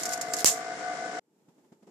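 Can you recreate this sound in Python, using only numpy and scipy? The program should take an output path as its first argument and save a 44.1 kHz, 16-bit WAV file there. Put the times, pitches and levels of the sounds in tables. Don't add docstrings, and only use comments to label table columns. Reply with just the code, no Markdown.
import sys
import numpy as np
from scipy import signal
from scipy.fft import rfft, irfft
from scipy.io import wavfile
from scipy.ndimage import uniform_filter1d

SR = 44100
rng = np.random.default_rng(int(sys.argv[2]) if len(sys.argv) > 2 else 0)


def digitize_waveform(pressure):
    field = np.atleast_2d(pressure).T
    bounded = np.clip(field, -1, 1)
    quanta = np.round(bounded * 32767).astype(np.int16)
    wavfile.write(sys.argv[1], SR, quanta)


N = 83790
T, HZ = np.arange(N) / SR, np.fft.rfftfreq(N, 1 / SR)
CRACK_S, MOTOR_END_S, SPARK_ATTACK_S = .44545, 1.195, .0002

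# (time [s], speed [turns per second])
SHAFT_SPEED = [(0, 55.25), (.42, 54.95), (.6, 55.7), (1.2, 55.65)]
# (time [s], level [dB])
WHINE_LEVEL = [(0, -43.5), (.09, -37), (.22, -41.5), (.32, -37), (.43, -39), (.58, -38), (.64, -42),
               (.72, -36), (.77, -45.5), (.86, -36), (.91, -36), (.97, -43), (1.03, -36), (1.11, -40.5),
               (1.19, -37.5)]
# (pitch [cycles per turn], level [dB], left minus right [dB])
WHINE_TONES = [(12, -5, 2), (13, 0, 2), (14, -12.5, 4)]
# (pitch [cycles per turn], level [dB], left minus right [dB])
HUM_TONES = [(8, -55, -8), (21, -58.5, 5.5), (22, -56.5, 1.5), (26, -57, 0.5), (27, -51, 11.5),
             (31, -59.5, 1), (37, -56.5, 3.5)]
# (frequency [Hz], level [dB])
BELT_COLOUR = [(30, -92.5), (70, -95.5), (110, -84.5), (170, -76.5), (300, -75.5), (520, -76), (950, -78),
               (2150, -77.5), (2650, -87.5), (3800, -88), (6000, -91), (10500, -102), (12500, -126)]
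# (frequency [Hz], left minus right [dB])
BELT_SIDE = [(500, 1), (1000, 2), (1650, 10.5), (2200, 5), (2900, -10.5), (3900, 5), (6000, 2),
             (9000, -2.5)]
# (frequency [Hz], width [Hz], boost [dB])
FRAME_RINGS = [(303, 45, 8), (440, 35, 4), (510, 65, 7), (695, 60, 10.5), (1185, 90, 5), (1490, 100, 8),
               (2070, 120, 5)]
def motor():
    speed, swell = curve(SHAFT_SPEED), undb(curve(WHINE_LEVEL))
    turn = 2 * np.pi * np.cumsum(speed) / SR
    turn -= np.interp(.415, T, turn)
    lag = 2 * np.pi * speed * np.array([[-.00006], [0]])
    whine, hum = 0, 0
    for order, db, side in WHINE_TONES:
        gain = undb(db + 1.2 * waver(11)) * pan(side)
        whine += gain * np.cos(order * (turn + lag) + .15 * waver(41))
    for order, db, side in HUM_TONES:
        right_shift = np.array([[0], [1]]) * min(order / 20, 1) ** 2
        phase = rng.uniform(-.68, 1) + .55 * waver(35) + right_shift
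        hum += undb(db + 3 * waver(15.96)) * pan(side) * np.cos(order * turn + phase)
    tones = np.sqrt(2) * swell * (whine + hum / swell.mean())
    frame = sum(db / (1 + (2 * (HZ - hz) / width) ** 4) for hz, width, db in FRAME_RINGS)
    belt = noise(BELT_COLOUR, grain=.31, pan_db=over_hz(BELT_SIDE), boost_db=frame)
    belt *= (1 + .087 * np.cos(turn)) * undb(.44 * waver(17))
    dip = undb(-17.5 * burst(CRACK_S - .0083, .002294, .0089, .032))
    ending = np.clip((MOTOR_END_S - T) / .004 + .5, 0, 1)
    return (tones + belt) * dip * ending


# (delay [s], level [dB])
PAN_BOUNCES = [(0, 0), (.00019, -5), (.00039, -1)]
# (delay [s], level [dB])
SINGLE_ECHOES = [(.0120, -13), (.0143, -12), (.0162, -12), (.0198, -11), (.0363, -14), (.0422, -14),
                 (.0523, -15)]
# (frequency [Hz], level [dB])
ECHO_COLOUR = [(100, -76.5), (400, -72.5), (1000, -67.5), (2500, -68), (4500, -67), (7000, -61),
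               (10000, -66.5), (14500, -68.5)]
def big_spark():
    crack = sum(undb(db) * shock(CRACK_S + delay, hz=7800) for delay, db in PAN_BOUNCES)
    slaps = sum(undb(db) * shock(CRACK_S + delay, hz=5200) for delay, db in SINGLE_ECHOES)
    age, thump_hz = np.maximum(T - CRACK_S, 0), 310.8
    swing = np.sin(2 * np.pi * thump_hz * age) * np.exp(-age / .00079)
    thump = -np.gradient(swing) * SR / (2 * np.pi * thump_hz)
    arrival = CRACK_S + .0118
    early = undb(-5.5) * (T > CRACK_S) * (T < arrival)
    first = undb(1) * burst(arrival, SPARK_ATTACK_S, hold=.0018, decay=.008)
    tail = burst(arrival, SPARK_ATTACK_S, hold=.024, decay=.21 / np.log(1000))
    echo = noise(ECHO_COLOUR, grain=.45, pan_db=.5) * np.sqrt(early ** 2 + first ** 2 + tail ** 2)
    return undb(-1) * pan(5) * crack + undb(-12) * pan(-21.5) * thump + pan(-9) * slaps + echo


# (time [s], level [dB], left minus right [dB], fade time [s])
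SMALL_SPARKS = [(0.0335, -72.5, 2, 0.0051), (0.0548, -71.5, 2, 0.011), (0.0917, -79, 4, 0.005),
                (0.1256, -76.5, 5, 0.0064), (.1340, -70, 4, 0.0072), (0.1753, -82, -1, 0.0044),
                (0.2123, -71.5, 1.5, 0.0084), (0.3361, -66, 0.5, 0.0056), (0.366, -77.5, -0.5, 0.0097),
                (0.3853, -77, 4, .007), (0.405, -79, 4, 0.0023)]
# (frequency [Hz], level [dB])
SIZZLE_COLOUR = [(500, -11), (2000, -0.5), (3500, -10), (4800, 0), (7000, 2), (9000, -3.5), (11500, -1.5),
                 (15000, -14.5)]
def small_sparks():
    ticks, near_power, far_power = 0, 0, 0
    for start, db, side, decay in SMALL_SPARKS:
        size = undb(db) * pan(side)
        tick_db = 53.5 + 2 * min(db + 71, 0)
        ticks += size * undb(tick_db) * shock(start, hz=6200)
        near_power += (size * burst(start, SPARK_ATTACK_S, hold=.0013, decay=decay)) ** 2
        far_power += (size * burst(start, attack=.00568, hold=0, decay=.19 / np.log(1000))) ** 2
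    sizzle = noise(SIZZLE_COLOUR, grain=.244) * np.sqrt(near_power)
    echo = undb(-17.5) * noise(SIZZLE_COLOUR) * np.sqrt(far_power)
    ping = np.sin(2 * np.pi * 5130 * T) * burst(.3865, SPARK_ATTACK_S, hold=0, decay=.005)
    return ticks + sizzle + echo + undb(-40.5) * ping


# (time [s], level [dB])
FIZZ_LEVEL = [(0, -84.5), (.08, -92), (.12, -84), (.19, -103.5), (.28, -97.5), (.34, -99.5), (.375, -85.5),
              (.41, -77.5), (.44, -94), (.47, -125)]
# (frequency [Hz], level [dB])
FIZZ_COLOUR = [(1000, -19.5), (4000, 3.5), (7500, -1), (11000, 1.5), (15000, -7)]
# (frequency [Hz], level [dB])
SING_COLOUR = [(6700, -125), (7150, -81.5), (7500, -88), (8000, -80), (8600, -125)]
def leaking_charge():
    sing = noise(SING_COLOUR, pan_db=-10) * burst(.29, attack=.045, hold=0, decay=.025)
    fizz = noise(FIZZ_COLOUR, grain=.65) * undb(curve(FIZZ_LEVEL))
    return sing + fizz * (T < MOTOR_END_S)


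# (frequency [Hz], level [dB])
ROOM_COLOUR = [(30, -113), (80, -115), (160, -92.5), (420, -89.5), (560, -100), (750, -104), (870, -97.5),
               (1020, -107.5), (6000, -122), (14500, -121)]
# (time [s], level [dB])
SOFT_BUMPS = [(1.480, -8), (1.576, -11), (1.64, -11.5), (1.717, -3.5), (1.822, -6), (1.866, -3),
              (1.883, -11)]
# (frequency [Hz], level [dB])
RUSTLE_COLOUR = [(90, -108), (170, -74.5), (450, -79), (680, -87), (850, -85), (1100, -93), (3000, -104),
                 (14000, -119)]
def quiet_room():
    rise = undb(-14.5 * np.clip(1 - (T - MOTOR_END_S) / .2, 0, 1))
    rustles, thuds = 0, 0
    for start, db in SOFT_BUMPS:
        rustles += undb(db) * burst(start, attack=.008, hold=.0031, decay=.016)
        hz = 235 * np.exp(.1 * rng.standard_normal())
        tone = np.sin(2 * np.pi * hz * (T - start))
        thuds += undb(db - 47) * burst(start, attack=.005, hold=0, decay=.007) * tone
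    hush = noise(ROOM_COLOUR) * rise * undb(1.4 * waver(7.1))
    return hush + noise(RUSTLE_COLOUR) * rustles + thuds


def shock(start, hz):
    u = np.clip(2 * np.pi * hz * (T - start), -10, 10)
    return -u * np.exp(-u * u / 2)


def burst(start, attack, hold, decay):
    age = T - start
    return np.clip(age / attack, 0, 1) * np.exp(-np.maximum(age - attack - hold, 0) / decay)


def noise(colour, grain=0., pan_db=0., boost_db=0.):
    sizes = np.exp(grain * np.clip(rng.standard_normal((3, N // 16 + 1)), -2, 2))
    white = rng.standard_normal((3, N)) * np.repeat(sizes, 16, axis=1)[:, :N]
    parts = rfft(white / white.std())
    alike = .9 / (1 + (HZ / 911.5) ** 4)
    both = np.sqrt(alike) * parts[0] + np.sqrt(1 - alike) * parts[1:]
    shape = undb(over_hz(colour) + boost_db) * (HZ < 14600)
    return irfft(both * shape * pan(pan_db), N) * np.sqrt(SR / 2)


def waver(rate):
    size = max(int(SR / rate), 20)
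    held = rng.standard_normal(N // 20 + 1)[np.arange(N) // size]
    slow = uniform_filter1d(uniform_filter1d(held, size), size)
    return slow / slow.std()


def undb(db):
    return 10 ** (np.asarray(db) / 20)


def curve(rows):
    return np.interp(T, *np.array(rows).T)


def over_hz(rows):
    hz, value = np.array(rows).T
    return np.interp(np.log(np.maximum(HZ, 1)), np.log(hz), value)


def pan(db):
    return undb(np.array([[1], [-1]]) * db / 2)


def scene():
    return motor() + small_sparks() + leaking_charge() + big_spark() + quiet_room()


# (frequency [Hz], width [Hz], ring level [dB])
MIC_RINGS = [(5496, 1300, 4), (7180, 1080, 11)]
def record(dry):
    ringing = np.array([x + undb(db) * signal.lfilter(*signal.iirpeak(hz, hz / width, fs=SR), x)
                        for x, (hz, width, db) in zip(dry, MIC_RINGS)])
    rounded = .85 * np.tanh(ringing / .85)
    thinned = signal.sosfilt(signal.butter(2, 69.5, "high", fs=SR, output="sos"), rounded)
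    return signal.sosfilt(signal.ellip(8, .2, 70, 16500, fs=SR, output="sos"), thinned)


dry = scene()
out = record(dry)
digitize_waveform(out)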